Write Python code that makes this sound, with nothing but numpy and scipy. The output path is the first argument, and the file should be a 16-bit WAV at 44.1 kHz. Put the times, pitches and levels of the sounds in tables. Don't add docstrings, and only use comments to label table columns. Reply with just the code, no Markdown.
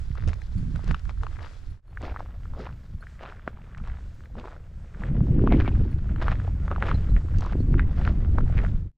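import sys
import numpy as np
from scipy import signal
from scipy.fft import rfft, irfft, next_fast_len
from scipy.io import wavfile
from scipy.ndimage import uniform_filter1d, map_coordinates

SR = 44100
rng = np.random.default_rng(int(sys.argv[2]) if len(sys.argv) > 2 else 0)


def transcribe(signal):
    frames = np.atleast_2d(signal).T
    limited = np.clip(frames, -1, 1)
    pcm = np.round(limited * 32767).astype(np.int16)
    wavfile.write(sys.argv[1], SR, pcm)


N = 395577
MONO_S = 1.815

# t/s, hold/s, rise/(dB/s), fall/(dB/s), crunch level/dB,
# then big stones, grit and heel thud, each level/dB over the crunch
FOOTFALLS = [(0.285, 0.0041, 223, 180, -52, 2.5, -8.5, -11), (.897, 0, 170, 220, -48.5, -10, -12.5, 2),
             (1.438, 0, 137, 152, -52, -4.5, -11, -7), (2.033, 0.011, 520, 99, -47, 3.5, -12, 0),
             (2.599, 0, 334, 110, -52.5, 3, -10.5, 15.5), (3.225, 0.051, 303, 90, -53.5, -4.5, -17, -16),
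             (3.885, 0.0035, 150, 137, -52, -5, -21, -24), (4.388, 0.064, 267, 94, -56.5, 3, -13, 14),
             (5.041, 0.026, 106.5, 150, -52, 1, -22, -1), (5.606, 0, 483, 320, -40.5, -7.5, -18.5, -10),
             (6.277, 0, 253, 136, -42.5, -1.5, -15.5, -21),
             (6.833, 0.079, 420, 280, -43.5, -2.5, -22.5, 5.5), (7.419, 0.053, 153, 131, -51, 0.5, -9.5, 1),
             (8.068, 0.011, 81, 270, -48.5, 2, -12.5, 7.5), (8.587, 0.024, 130, 169, -47, 0, -21.5, 6)]
# t/s, crunch level/dB, big stones and grit, each level/dB over the crunch
SCUFF_TIMES = [(0.176, -52.5, 1.5, -16), (0.763, -52.5, 2, -9), (1.104, -51.5, -1, -6),
               (1.237, -60, 14.5, -20), (1.323, -54, -3, -10), (2.197, -49.5, -1.5, -14.5),
               (2.448, -59, -1, -15), (2.67, -50, -4, -17), (3.04, -62, 1.5, -24), (3.235, -52.5, 8.5, -13),
               (3.481, -48.5, 5, -12), (3.583, -65, 8, -23), (3.783, -54, -21, -30),
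               (4.254, -60.5, -23, -17), (4.455, -54.5, 10.5, -14), (5.159, -55.5, 5.5, -21),
               (5.525, -41, 10, -22), (5.68, -40, -15, -27), (5.933, -57, 5, -13.5),
               (6.227, -34.5, -1, -15), (6.32, -40, -7.5, -18), (6.474, -51.5, -11, -12.5),
               (6.721, -44.5, 10.5, -25), (6.89, -50.5, -8.5, -7), (7.173, -51.5, 5, -21),
               (7.392, -55.5, 6.5, 0), (7.525, -50.5, -0.5, -14), (7.734, -52.5, 4, -13),
               (7.796, -43, -14.5, -30), (8.387, -50, 15, -14)]


def amp(db):
    return 10 ** (np.asarray(db) / 20)


def unit(x):
    return x / np.sqrt(np.mean(x ** 2) + 1e-20)


def curves(rows):
    s, *columns = np.transpose(rows)
    return [np.interp(np.arange(N) / SR, s, column) for column in columns]


def wobble(rate):
    t = np.arange(0, N + 16, 16) / SR
    points = rng.standard_normal(int(N * rate / SR) + 4)
    smooth = map_coordinates(points, [t * rate])
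    return np.interp(np.arange(N) / SR, t, smooth)


def coloured(x, spectrum):
    m = next_fast_len(N + 8192, True)
    f, db = np.transpose(spectrum)
    log_f = np.log(np.fft.rfftfreq(m, 1 / SR) + 1)
    gain = amp(np.interp(log_f, np.log(f + 1), db))
    return unit(irfft(rfft(x, m) * gain, m)[..., :N])


def evened(x, share):
    power = signal.filtfilt(*signal.butter(1, 9, fs=SR), x * x)
    return unit(x * (np.abs(power) + .02) ** (-share / 2))


def bursts(s, db, rise, fall, hold=0):
    t = np.arange(0, N, 64)[:, None] / SR
    before, after = (s - t) * rise, (t - s - hold) * fall
    drop = np.clip(np.maximum(before, after), 0, 150)
    power = np.sum(amp(2 * (db - drop)), axis=1)
    return np.interp(np.arange(N) / SR, t[:, 0], power)


def swell(u):
    return (u * np.exp(1 - u)) ** 1.98


def add_at(out, s, x):
    out[round(s * SR):][:len(x)] += x


def placed(x, other, lean_db, apart):
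    wide = np.arange(N) < MONO_S * SR
    lean = np.tanh(lean_db * np.log(10) / 40)
    side = wide * (lean * x + apart * other)
    return np.array([x + side, x - side])


def smeared(x, t60):
    t = np.arange(400) / SR
    echo = rng.standard_normal(len(t)) * amp(-60 * t / t60)
    return signal.fftconvolve(x, echo / np.linalg.norm(echo))[:N]


def contacts(share, spread_db, fine_noise):
    hit = rng.random(N) < share
    size_db = spread_db * np.minimum(rng.exponential(size=N), 2.6)
    sign = rng.choice([-1, 1], N)
    return unit(hit * amp(size_db) * sign) + fine_noise * rng.standard_normal(N)


def chips(count, hz, octaves, cycles, spread_db):
    row = rng.random((count, 2))
    pitch = hz * 2 ** (octaves * rng.standard_normal((count, 1)))
    u = np.arange(256) / SR * pitch / cycles
    tick = u * np.exp(-3 * u) * np.sin(2 * np.pi * cycles * u)
    size = amp(-spread_db * np.log(np.maximum(row[:, :1], .05)))
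    where = (row[:, 1:] * N).astype(int) + np.arange(256)
    mixed = np.bincount(where.ravel(), (size * tick).ravel(), minlength=N)
    return unit(mixed[:N])


def pressure(step_db, scuff_db, bed_db):
    s, hold, rise, fall, db = np.transpose(FOOTFALLS)[:5]
    scuff_s, scuff_crunch_db = np.transpose(SCUFF_TIMES)[:2]
    steps = bursts(s, db + step_db, rise, fall, hold)
    scuffs = bursts(scuff_s, scuff_crunch_db + scuff_db, rise=860, fall=920)
    return np.sqrt(steps + scuffs + amp(bed_db) ** 2)


def tread():
    # t/s, crunch level/dB, big stones and grit, each level/dB over the crunch
    bed = [(0.0, -69, 0, 1.5), (1.0, -65.5, -4.5, -5), (1.7, -69.5, 0, 0.5), (1.9, -65, 0.5, -19),
           (2.9, -73, 2, -3), (3.2, -65.5, -5.5, -30), (3.75, -65, -1, -18), (4.1, -73, 5.5, -3.5),
           (4.8, -76, 7, -16), (5.44, -66.5, 12.5, -4.5), (5.75, -58, 3.5, -11), (6.03, -63, -1.5, -11),
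           (6.16, -59, -0.5, -30), (6.45, -61.5, 3, -17), (7.0, -57.5, 3, -13), (7.15, -61.5, 4, -14.5),
           (7.65, -64, 2.5, -16.5), (8.2, -60, 3.5, -14), (8.97, -60, 1.5, -10.5)]
    # f/Hz, level/dB
    stone_spectrum = [(120, -27.5), (280, 0.5), (480, 1), (700, -3.5), (1000, -28), (2000, -42),
                      (6000, -120)]
    crunch_spectrum = [(300, -21.5), (800, -8), (1300, 1.5), (1800, -4), (2500, -8.5), (3500, -13),
                       (6000, -47), (12000, -120)]
    grit_spectrum = [(1500, -24.5), (3500, 3.5), (5000, 1), (7500, -14), (9000, -21), (12000, -37),
                     (16000, -42.5)]
    thud_spectrum = [(110, -8.5), (230, -2.5), (330, -9), (480, -10.5), (900, -37), (3000, -120)]
    s, *_, db, stones_db, grit_db, thud_db = np.transpose(FOOTFALLS)
    scuff_stones_db, scuff_grit_db = np.transpose(SCUFF_TIMES)[2:]
    bed_db, bed_stones_db, bed_grit_db = curves(bed)

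    slow = wobble(38)
    clumps = 0.54 * slow + 0.71 * wobble(170)
    shared = contacts(.004, spread_db=4.0, fine_noise=0.93)

    big = chips(count=2400, hz=582, octaves=0.41, cycles=2.04, spread_db=6.5)
    stones = (0.95 * coloured(shared, stone_spectrum) + big) * unit(amp(2.9 * clumps))

    small = chips(count=3800, hz=1407, octaves=0.45, cycles=2.7, spread_db=3.0)
    crunch = (0.8 * coloured(shared, crunch_spectrum) + small) * unit(amp(2.73 * clumps))

    fine = 0.18 * shared + contacts(.008, spread_db=1.0, fine_noise=1.0)
    flicker = unit(amp(1.5 * slow + 1.2 * clumps + 1.9 * wobble(120)))
    grit = coloured(fine, grit_spectrum) * flicker

    thud = coloured(shared, thud_spectrum) * np.sqrt(bursts(s, db + thud_db, rise=510, fall=380))
    crunch_push = pressure(0, 0, bed_db)
    stones_push = pressure(stones_db, scuff_stones_db, bed_db + bed_stones_db)
    grit_push = pressure(grit_db, scuff_grit_db, bed_db + bed_grit_db)
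    return crunch_push * crunch + thud + stones_push * stones + grit_push * grit


def wind():
    # t/s, buffet level/dB, flutter level/dB, hoarse edge level/dB over the flutter
    steady_wind = [(0.0, -30, -56, -28), (.5, -32, -53.5, -7.5), (.58, -27, -28, -43),
                   (.7, -31, -33.5, -14), (.82, -50, -59, -18.5), (1.35, -32, -54.5, -2.5),
                   (1.52, -41.5, -67, 6), (1.95, -35.5, -53, -11.5), (2.25, -38.5, -51.5, -10),
                   (2.45, -34, -51.5, -13), (2.72, -39.5, -48.5, -12), (3.12, -43, -54, -16),
                   (3.7, -42.5, -49.5, -20), (4.3, -40.5, -53.5, -9), (4.92, -40.5, -53, -16.5),
                   (5.18, -23, -27, -8), (5.45, -20.5, -25, -1), (5.59, -18.5, -28, 1.5),
                   (5.66, -22.5, -32, -2), (5.9, -25, -33.5, -9), (6.44, -27, -38, -14),
                   (7.27, -27, -40.5, -8.5), (7.5, -26.5, -36.5, -6.5), (7.7, -20, -27, -9),
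                   (7.94, -22, -37.5, -7), (8.1, -22.5, -32, -5), (8.3, -20.5, -35, -9),
                   (8.97, -19.5, -32.5, -11)]
    # t/s, buffet level/dB, flutter level/dB
    gust_rows = [(.12, -55, -57), (.27, -22, -30), (.65, -31, -48), (0.768, -25.5, -33.5),
                 (0.902, -21, -28.5), (1.07, -26, -55), (1.2, -26.5, -57), (1.7, -31, -65),
                 (2.11, -30, -55), (2.52, -34, -43), (2.95, -31.5, -42), (3.82, -30.5, -38.5),
                 (3.92, -29.5, -46), (4.07, -31.5, -48), (4.37, -41, -43.5), (4.77, -33.5, -65),
                 (5.02, -32.5, -35.5), (5.12, -36, -25.5), (5.791, -14.5, -29), (5.95, -22, -40),
                 (6.12, -25.5, -44), (6.3, -19, -36.5), (6.49, -28, -38), (6.64, -27, -37.5),
                 (6.949, -18.5, -25.5), (7.14, -13, -27), (7.371, -15, -30.5), (7.59, -28, -30),
                 (7.81, -20, -31), (8.02, -20, -29), (8.18, -32, -47), (8.39, -20, -26.5), (8.52, -24, -29),
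                 (8.691, -21, -32)]
    # f/Hz, level/dB
    buffet_spectrum = [(10, -5.5), (28, 0.5), (60, -1), (90, -5), (130, -15.5), (200, -30.5), (400, -54),
                       (900, -120)]
    flutter_spectrum = [(60, -30), (105, 2), (150, 2), (220, -7), (350, -29), (900, -120)]
    hoarse_spectrum = [(120, -22), (230, -1), (320, -4.5), (450, -14.5), (700, -31.5), (1100, -41.5),
                       (3000, -47), (9000, -120)]
    buffet_db, flutter_db, edge_db = curves(steady_wind)
    s, gust_db, flap_db = np.transpose(gust_rows)
    gusts = bursts(s, gust_db, rise=202, fall=200)
    flaps = bursts(s, flap_db, rise=230, fall=304)
    buffet = np.sqrt(amp(buffet_db) ** 2 + gusts)
    flutter = np.sqrt(amp(flutter_db) ** 2 + flaps)
    hoarse = amp(edge_db) * np.sqrt(amp(flutter_db) ** 2 + .4 * flaps)

    eddies = wobble(24)
    low = evened(coloured(rng.standard_normal((2, N)), buffet_spectrum), share=0.53)
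    low = low * unit(amp(0.89 * eddies))
    mid = evened(coloured(rng.standard_normal((2, N)), flutter_spectrum), share=0.26)
    mid = mid * unit(amp(1.5 * eddies))
    rough = unit(amp(1.4 * eddies + 2.4 * wobble(50) + 3.5 * wobble(140)))
    high = coloured(rng.standard_normal((2, N)), hoarse_spectrum) * rough
    near, far = buffet * low + flutter * mid + hoarse * high
    return placed(near + puffs(), far, lean_db=-5.5, apart=0.27)


def air():
    # t/s, hiss level/dB, top hiss level/dB
    air_levels = [(0.0, -64, -82), (1.7, -65.5, -85.5), (1.9, -70.5, -83.5), (5.2, -68.5, -91.5),
                  (5.64, -68.5, -100), (6.3, -66.5, -90.5), (6.9, -63.5, -90), (7.2, -66, -102),
                  (8.97, -65.5, -97)]
    # f/Hz, level/dB
    grass_spectrum = [(500, -7), (1500, 8.5), (3000, -1.5), (5000, -4), (7800, -6), (9200, -15),
                      (11000, -20.5), (16000, -60.5)]
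    top_spectrum = [(6000, -41), (9500, 2.5), (12500, -0.5), (16000, -2.5)]
    hiss_db, top_db = curves(air_levels)
    grass = coloured(rng.standard_normal((2, N)), grass_spectrum) * amp(hiss_db + 2.2 * wobble(14))
    top = coloured(rng.standard_normal((2, N)), top_spectrum) * amp(top_db)
    return placed(*grass, lean_db=2.5, apart=0.74) + placed(*top, lean_db=16.5, apart=.9)


def puffs():
    # t/s, level/dB, pitch f/Hz
    puff_rows = [(0.104, -11.5, 102), (0.221, -16, 75), (0.273, -9.5, 90), (0.554, -20.5, 170),
                 (0.63, -15, 151), (0.743, -10, 85), (0.839, -25.5, 310), (0.897, -34, 151),
                 (5.153, -11, 153), (5.18, -11, 205), (5.212, -3.5, 130), (5.289, -16.5, 200),
                 (5.307, -13, 130), (5.33, -23.5, 151), (5.364, -8, 177), (5.383, -4.5, 196),
                 (5.439, -2.5, 294), (5.52, -7, 182), (5.461, -11, 200), (5.564, -26, 269),
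                 (5.586, -19, 170), (5.71, -29.5, 248), (6.107, -12, 151), (6.922, -36, 167),
                 (7.528, -22, 151), (7.548, -11.5, 130), (7.554, -11.5, 302), (7.588, -9.5, 100),
                 (7.604, -8.5, 232), (7.688, -16, 233), (7.712, -17, 237), (7.772, -11.5, 150),
                 (7.986, -21, 151), (8.085, -29, 229), (8.34, -28, 151), (8.379, -16, 153)]
    out, t = np.zeros(N + SR), np.arange(SR // 10) / SR
    for s, db, hz in puff_rows:
        fade = amp(db - 60 * t * hz / 5)
        onset = 1 - np.exp(-t * hz / 0.32)
        add_at(out, s, fade * onset * np.sin(2 * np.pi * hz * t))
    return out[:N]


def pebbles():
    # t/s, level/dB, pitch f/Hz, edge level/dB over the body, length of ring in cycles
    pop_rows = [(0.116, -41, 1900, -13, 1.2), (0.154, -37, 1180, -21, 2.2), (0.184, -35.5, 1140, -30, 1.2),
                (.197, -40, 1800, -20, 1.3), (.206, -40, 1900, -20, 1.3), (0.224, -34.5, 1610, -20, 1.3),
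                (.238, -36, 1500, -20, 1.3), (0.282, -36, 1300, -7, 0.98), (0.292, -30.5, 1800, -17, 1.2),
                (0.332, -26.5, 1156, -11, 0.31), (0.418, -38, 1900, -15, 2.3), (0.759, -36, 1400, -31, 3.3),
                (0.793, -33, 760, -26, 0.7), (.877, -37, 1290, -12, 1.2), (.889, -41, 1650, -12, 1),
                (.899, -36, 1500, -18, 1.2), (.907, -34, 1500, -5, 1), (0.911, -17, 1470, -33, 0.55),
                (0.914, -36, 1500, -6, 1), (.929, -42, 1300, -16, 0.9), (0.945, -20.5, 1316, -9, 2.1),
                (.951, -41, 1500, -6, 1), (.994, -46, 1720, -6, 1), (1.055, -38.5, 1500, -17, 1.2),
                (1.094, -30, 1130, -6.5, 1.3), (1.109, -36, 950, -20, 0.72), (1.175, -45, 1300, -25, 1.6),
                (1.211, -42, 1500, -27, 1.6), (1.234, -23, 1170, -21, 1.4), (1.267, -24.5, 1180, -16, 1.7),
                (1.359, -40, 1800, -25, 1.4), (1.368, -37, 1340, -18, 1.1), (1.389, -33, 1130, -22, 0.84),
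                (1.393, -35.5, 1890, -18, 1.6), (1.421, -38, 730, -17, 1.4), (1.429, -38, 1500, -10, 1),
                (1.447, -30.5, 1166, -13, 0.77), (1.461, -34, 1200, -17, 1.2), (1.468, -34.5, 1300, -17, 1),
                (1.973, -25.5, 1620, -37, 2.2), (2.01, -37.5, 762, -18, 2), (2.027, -35, 800, -6, 1.5),
                (2.041, -38, 694, -20, 1.5), (2.052, -31.5, 2200, -12, 1.2), (2.065, -32, 647, -18, 1.3),
                (2.072, -38, 1900, -20, 1.2), (2.08, -30, 770, -30, 1.6), (2.092, -36, 900, -20, 1.1),
                (2.097, -36, 1200, -18, 1.1), (2.143, -36, 891, -34, 1.5), (2.162, -22, 1190, -34, 1.55),
                (2.171, -33, 1670, -22, 2.1), (2.194, -35, 1200, -25, 1.4), (2.205, -22.5, 790, -36, 1),
                (2.26, -38.5, 1000, -20, 1.1), (2.434, -45, 1500, -11, 1.1), (2.455, -38, 1310, -43, 2.1),
                (2.536, -36, 1010, -33, 1.2), (2.549, -39, 1100, -29, 1.4), (2.575, -37, 600, -25, 1.2),
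                (2.582, -39, 600, -25, 1.1), (2.594, -38, 700, -22, 0.96), (2.603, -45, 1710, -20, 1.5),
                (2.638, -41, 1200, -20, 1), (2.646, -43, 1500, -9, 1.1), (2.655, -34, 1280, -14, 1.4),
                (2.67, -29, 980, -29, 1.4), (2.68, -39, 1300, -25, 1.2), (2.691, -36, 1380, -25, 1.8),
                (2.701, -40, 1100, -25, 1.3), (2.711, -43, 1390, -25, 1.3), (2.727, -46.5, 1500, -4, 1),
                (3.026, -37, 1400, -30, 3.4), (3.069, -33.5, 1710, -31, 2.2), (3.193, -40, 1800, -19, 2),
                (3.209, -38, 556, -15, 1.3), (3.219, -45, 2500, -12, 1.2), (3.232, -39, 2440, -10, 1.2),
                (3.237, -39, 860, -6, 1.2), (3.243, -38, 1000, -20, 1.1), (3.26, -30, 1180, -11, 1.3),
                (3.282, -37, 1200, -25, 1.8), (3.299, -37, 1500, -8, 1), (3.302, -44, 1300, -15, 1.2),
                (3.323, -32, 1370, -36, 2), (3.349, -49, 1600, -25, 1.4), (3.369, -43, 1600, -20, 1.7),
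                (3.395, -39, 1400, -28, 1.7), (3.477, -17.5, 1436, -39, 1.4),
                (3.572, -42.5, 1190, -29, 2.3), (3.748, -34, 1710, -19, 2), (3.772, -39, 1250, -25, 1.8),
                (3.801, -40, 1250, -25, 2), (3.851, -43, 1600, -17, 1.1), (3.874, -34, 1160, -19, 1.2),
                (3.899, -40, 1800, -22, 1.7), (3.918, -42, 1700, -15, 1.2), (3.971, -41, 1500, -15, 0.83),
                (4.206, -42.5, 1410, -20, 1.6), (4.237, -46, 1420, -8, 1.6), (4.257, -42, 1790, -23, 1.9),
                (4.354, -35.5, 837, -24, 0.97), (4.383, -35, 1480, -18, 1.2), (4.389, -42, 2800, -4, 1.1),
                (4.398, -40, 800, -0.5, 1.2), (4.41, -51, 2020, -17, 1.2), (4.441, -32.5, 1000, -25, 1.8),
                (4.449, -40, 1000, -15, 1.2), (4.455, -37, 1000, -20, 1.4), (4.474, -34, 1096, -25, 1.3),
                (4.482, -29.5, 990, -25, 0.87), (4.501, -48, 1700, -14, 1.1),
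                (4.524, -37.5, 1320, -31, 1.4), (4.564, -42, 1400, -23, 2.9), (4.947, -37, 1460, -29, 1.4),
                (5.021, -33, 1000, -29, 1.5), (5.036, -26, 1725, -31, 2.1), (5.154, -36, 724, -21, 1.1),
                (5.167, -36.5, 1500, -24, 1.6), (5.206, -29.5, 730, -26, 0.58),
                (5.393, -33, 1300, -34, 1.4), (5.468, -34, 675, -28, 2.7), (5.474, -15.5, 1133, -24.5, 1.7),
                (5.523, -14.5, 687, -12.5, 0.94), (5.549, -36, 1800, -20, 1.4),
                (5.558, -41.5, 2990, -14, 1.5), (5.57, -38.5, 3000, -11, 1.6), (5.602, -28.5, 837, -4.5, 1),
                (5.609, -29, 1820, -9, 1.2), (5.622, -33, 1500, -17, 1.2), (5.648, -28.5, 1330, -19, 1.2),
                (5.655, -34, 1400, -17, 1.2), (5.662, -33.5, 1250, -22, 1.6),
                (5.678, -16.5, 748, -13, 0.53), (5.692, -38.5, 2300, -20, 1.5),
                (5.753, -36, 1350, -16, 1.1), (6.092, -39, 1460, -28, 2.6), (6.161, -30.5, 1410, -16, 1.3),
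                (6.184, -41, 1500, -18, 1.6), (6.195, -41, 1500, -15, 1.2), (6.204, -42, 1770, -20, 1.8),
                (6.227, -22, 1160, -17, 1), (6.233, -27.5, 1530, -13, 1), (6.244, -37, 1800, -14, 1.1),
                (6.264, -29.5, 1100, -21.5, 1.3), (6.271, -32.5, 1200, -16, 1.2),
                (6.282, -12.5, 1195, -24, 1.17), (6.317, -24, 1650, -10, 1.7),
                (6.326, -30, 1116, -8.5, 0.94), (6.355, -34, 1880, -18, 1.3), (6.4, -31.5, 1426, -24, 1.7),
                (6.477, -29, 713, -31, 1.4), (6.68, -23, 1166, -26, 0.92), (6.714, -18.5, 1184, -21, 1.8),
                (6.761, -23, 1237, -21, 1.9), (6.781, -28, 763, -25, 1.4),
                (6.8248, -9.5, 1440, -48.5, 0.97), (6.839, -32, 1296, -14, 1.1),
                (6.852, -33.5, 900, -17, 1.2), (6.858, -35, 2200, -10, 1.2), (6.867, -32, 1000, -7.5, 1.2),
                (6.872, -38, 1810, -13, 1.1), (6.885, -32, 1200, -20, 1.3), (6.9, -31, 1500, -10, 1.1),
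                (6.914, -16, 1220, -20, 2.16), (6.926, -40, 1500, -19, 1.3), (7.165, -25.5, 1740, -26, 1.4),
                (7.285, -36, 1180, -40, 1.3), (7.347, -41, 1500, -23, 1.8), (7.408, -32, 802, -21.5, 1.1),
                (7.422, -28.5, 1290, -17, 1.4), (7.429, -27, 780, -26, 0.98),
                (7.449, -29.5, 1084, -28, 2.6), (7.46, -40, 900, -10, 1), (7.465, -26, 1060, -27, 1.7),
                (7.492, -41.5, 1460, -13, 1.1), (7.497, -35, 1300, -20, 1.6), (7.514, -33, 1296, -17, 1),
                (7.524, -32, 751, -16, 1.4), (7.532, -28.5, 1500, -19, 1.2), (7.742, -23, 1210, -40, 0.89),
                (7.781, -31.5, 1500, -21.5, 1.2), (7.784, -35, 2400, -19, 1.6),
                (7.795, -14, 1580, -22, 1.5), (7.874, -46, 1900, -12, 1.3), (7.975, -38, 1800, -11, 1.1),
                (8.013, -32.5, 773, -12, 1.6), (8.051, -28.5, 1400, -2.5, 1.5),
                (8.057, -32, 1500, -15, 1.2), (8.076, -15, 1353, -27, 1.12), (8.248, -33.5, 1280, -15, 1.1),
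                (8.384, -14.5, 1127, -41, 1.45), (8.491, -42, 1480, -25, 1.8), (8.498, -33, 650, -26, 1.6),
                (8.539, -37, 1400, -25, 1.6), (8.553, -42, 1500, -8, 1), (8.561, -44, 1900, -10, 1.1),
                (8.572, -32, 2140, -15, 1.3), (8.58, -26, 1990, -9, 1.4), (8.589, -22, 1910, -14.5, 1.45),
                (8.617, -39, 1990, -15, 1.2), (8.628, -41, 1200, -12, 1.1), (8.64, -27, 637, -21, 2),
                (8.6487, -23.5, 1610, -35, 1.6), (8.664, -29.5, 1310, -16, 1.2)]
    out, t = np.zeros(N + SR), np.arange(SR // 40) / SR
    for s, db, hz, edge_db, cycles in pop_rows:
        hump = swell(t * hz * 1.73 / np.clip(cycles, .6, 5))
        body = -hump * np.cos(2 * np.pi * hz * (t - .0009))

        low, high = 2200 + 900 * rng.random(), 3400 + 900 * rng.random()
        edge_tones = np.sin(2 * np.pi * low * t) + 0.43 * np.sin(2 * np.pi * high * t)
        edge = amp(edge_db) * swell(t / 0.00063) * edge_tones

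        drift = np.cumsum(0.22 * uniform_filter1d(rng.standard_normal(len(t)), size=12))
        rattle = np.sin(2 * np.pi * hz * t + drift)
        tail = amp(-16 - 60 * t / .035) * (1 - np.exp(-t / .0015)) * rattle
        add_at(out, s, amp(db) * (body + edge + tail))
    return out[:N]


def clinks():
    # t/s, low mode f/Hz, low mode level/dB, high pair level/dB, top pair level/dB
    clink_rows = [(.148, 4300, -75, -74, -95), (0.416, 4140, -57.5, -85, -95), (0.577, 4480, -55, -64, -85),
                  (1.42, 4300, -75, -74, -95), (1.702, 4300, -62, -67, -85), (1.872, 4300, -65, -71, -90),
                  (1.9, 4300, -64, -74, -90), (2.058, 4300, -75, -73, -86), (3.006, 4300, -58.5, -66, -79),
                  (4.142, 4300, -76, -75, -75.5), (4.246, 4300, -69, -77, -73),
                  (5.911, 4220, -62, -65, -72.5), (6.943, 4110, -42.5, -68, -86),
                  (7.095, 4120, -55.5, -84, -95), (7.6, 4270, -54.5, -81, -97),
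                  (7.712, 4330, -62.5, -71, -83)]
    # f/Hz, level/dB over its pair, time to fall 60 dB t60/s
    metal_modes = [(10400, -5.5, .07), (10640, 1.5, 0.066), (13300, -4, .07), (14120, -6.5, .07)]
    out, t = np.zeros(N + SR), np.arange(SR // 10) / SR

    def ring(hz, db, t60, rough):
        drift = np.cumsum(rough * rng.standard_normal(len(t)))
        return amp(db - 60 * t / t60) * np.sin(2 * np.pi * hz * t + drift)

    for s, low_hz, low_db, high_db, top_db in clink_rows:
        clink = ring(low_hz, low_db, 0.078, rough=0.11)
        for (hz, own_db, t60), pair_db in zip(metal_modes, [high_db, high_db, top_db, top_db]):
            clink = clink + ring(hz, pair_db + own_db, t60, rough=.05)
        add_at(out, s, (1 - np.exp(-t / 0.0011)) * clink)
    return out[:N]


def snaps():
    # t/s, level/dB
    snap_rows = [(0.152, -55), (0.2229, -62), (0.2756, -40.5), (.284, -40), (.292, -48), (0.333, -49),
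                 (.339, -51), (0.417, -53), (0.5816, -54), (0.759, -47.5), (0.8425, -45), (0.8784, -46),
                 (.889, -56), (0.912, -43), (.917, -50), (.929, -58), (0.9446, -46), (0.9936, -51),
                 (1.052, -52), (1.093, -56), (1.2335, -49), (1.2665, -58), (1.4287, -51), (1.5903, -59),
                 (2.0176, -48), (2.5905, -55), (2.6449, -58), (3.2316, -54), (3.477, -67), (3.7765, -52),
                 (3.8736, -52), (4.397, -52), (4.455, -59), (4.507, -59), (5.524, -55), (5.6015, -66),
                 (5.6625, -61), (6.2168, -61), (6.2243, -60), (6.282, -53), (6.317, -53), (6.7111, -58),
                 (6.824, -50), (6.8644, -49), (6.8897, -50), (6.9127, -57), (7.384, -43), (7.4071, -41),
                 (7.4604, -48), (7.4924, -59), (7.5218, -54), (7.7942, -70), (8.0506, -55), (8.3815, -57),
                 (8.5737, -49)]
    out, t = np.zeros(N + SR), np.arange(SR // 40) / SR
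    for s, db in snap_rows:
        smooth = np.convolve(rng.standard_normal(len(t) + 9), np.hanning(9), "valid")
        crackle = np.diff(smooth)[:len(t)]
        add_at(out, s, amp(db) * swell(t / 0.0013) * crackle)
    return out[:N]


def grasshopper():
    # t/s, level/dB
    hopper_levels = [(0, -120), (1.85, -120), (1.96, -87.5), (3.7, -91), (3.8, -100), (4.2, -90.5),
                     (5.4, -100.5), (5.6, -120), (8.97, -120)]
    # f/Hz, level/dB
    rasp_spectrum = [(11500, -33.5), (12800, -8), (13500, 1), (14300, -6), (15600, -15)]
    strokes_per_s, sharpness = 88, 3
    level_db, = curves(hopper_levels)
    turns = np.cumsum(strokes_per_s * (1 + .004 * wobble(3))) / SR
    strokes = np.exp(sharpness * np.cos(2 * np.pi * turns))
    rasp = unit(strokes * coloured(rng.standard_normal(N), rasp_spectrum))
    return amp(level_db + 1.5 * wobble(8)) * rasp


def squeaks():
    # start t/s, length/s, pitch f/Hz, level/dB
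    squeak_rows = [(3.016, 0.033, 1500, -49), (5.5, 0.058, 2234, -38.5), (5.464, 0.036, 2600, -52),
                   (5.596, .02, 2070, -42), (5.653, 0.031, 2250, -40), (5.713, 0.022, 2530, -53),
                   (6.599, .05, 1343, -53), (6.696, 0.018, 1370, -43), (6.713, 0.035, 1250, -38.5),
                   (6.809, 0.038, 1830, -44), (6.82, 0.0079, 1690, -45), (7.164, 0.025, 1980, -50),
                   (7.464, 0.014, 1120, -44), (7.78, 0.031, 2025, -44.5), (7.806, .016, 1740, -46),
                   (7.816, .02, 1950, -46), (7.838, 0.0085, 2080, -49), (8.057, 0.041, 1415, -44),
                   (8.37, 0.012, 1380, -49.5), (8.404, 0.0096, 1415, -43), (8.595, 0.015, 2010, -41.5)]
    out, t = np.zeros(N + SR), np.arange(SR // 10) / SR
    stutter = amp(3.6 * wobble(170))
    for s, length, hz, db in squeak_rows:
        waver = np.cumsum(0.15 * rng.standard_normal(len(t)))
        tone = np.sin(2 * np.pi * hz * t + waver)
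        arch = np.abs(np.sin(np.pi * np.minimum(t / length, 1))) ** 0.84
        add_at(out, s, amp(db) * arch * tone)
    return signal.lfilter(*signal.butter(3, 3200, fs=SR), out[:N] * stutter)


def knocks():
    # t/s, level/dB
    knock_rows = [(3.476, -23.5)]
    out, t = np.zeros(N + SR), np.arange(SR // 40) / SR
    for s, db in knock_rows:
        thud = swell(t / 0.0019) * np.sin(2 * np.pi * 230 * t)
        crack = 1.3 * swell(t / 0.0013) * np.sin(2 * np.pi * 640 * t)
        add_at(out, s, amp(db) * (thud + crack))
    return out[:N]


def scene():
    single_stones = pebbles() + snaps() + knocks()
    single_stones = signal.lfilter(*signal.butter(2, 8000, fs=SR), single_stones)
    feet = tread() + single_stones + squeaks() + clinks()
    walker = placed(feet, smeared(feet, t60=0.012), lean_db=6.0, apart=0.16)
    return walker + wind() + air() + grasshopper()


def record(dry):
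    dip_out_s, dip_in_s = 0.1, 0.14
    end_s, end_fade_s = 8.916, 0.23
    top_hz = 15700
    t = np.arange(N) / SR
    dip = np.maximum((MONO_S - t) / dip_out_s, (t - MONO_S) / dip_in_s)
    ramp = np.minimum(dip, (end_s - t) / end_fade_s)
    floor = np.where(t < end_s, 0.028, 0.0048)
    gain = np.clip(ramp, floor, 1) ** 1.09
    m = next_fast_len(N + 8192)
    kept = np.fft.rfftfreq(m, 1 / SR) < top_hz
    return irfft(rfft(dry * gain, m) * kept, m)[:, :N]


dry = scene()
out = record(dry)
transcribe(out)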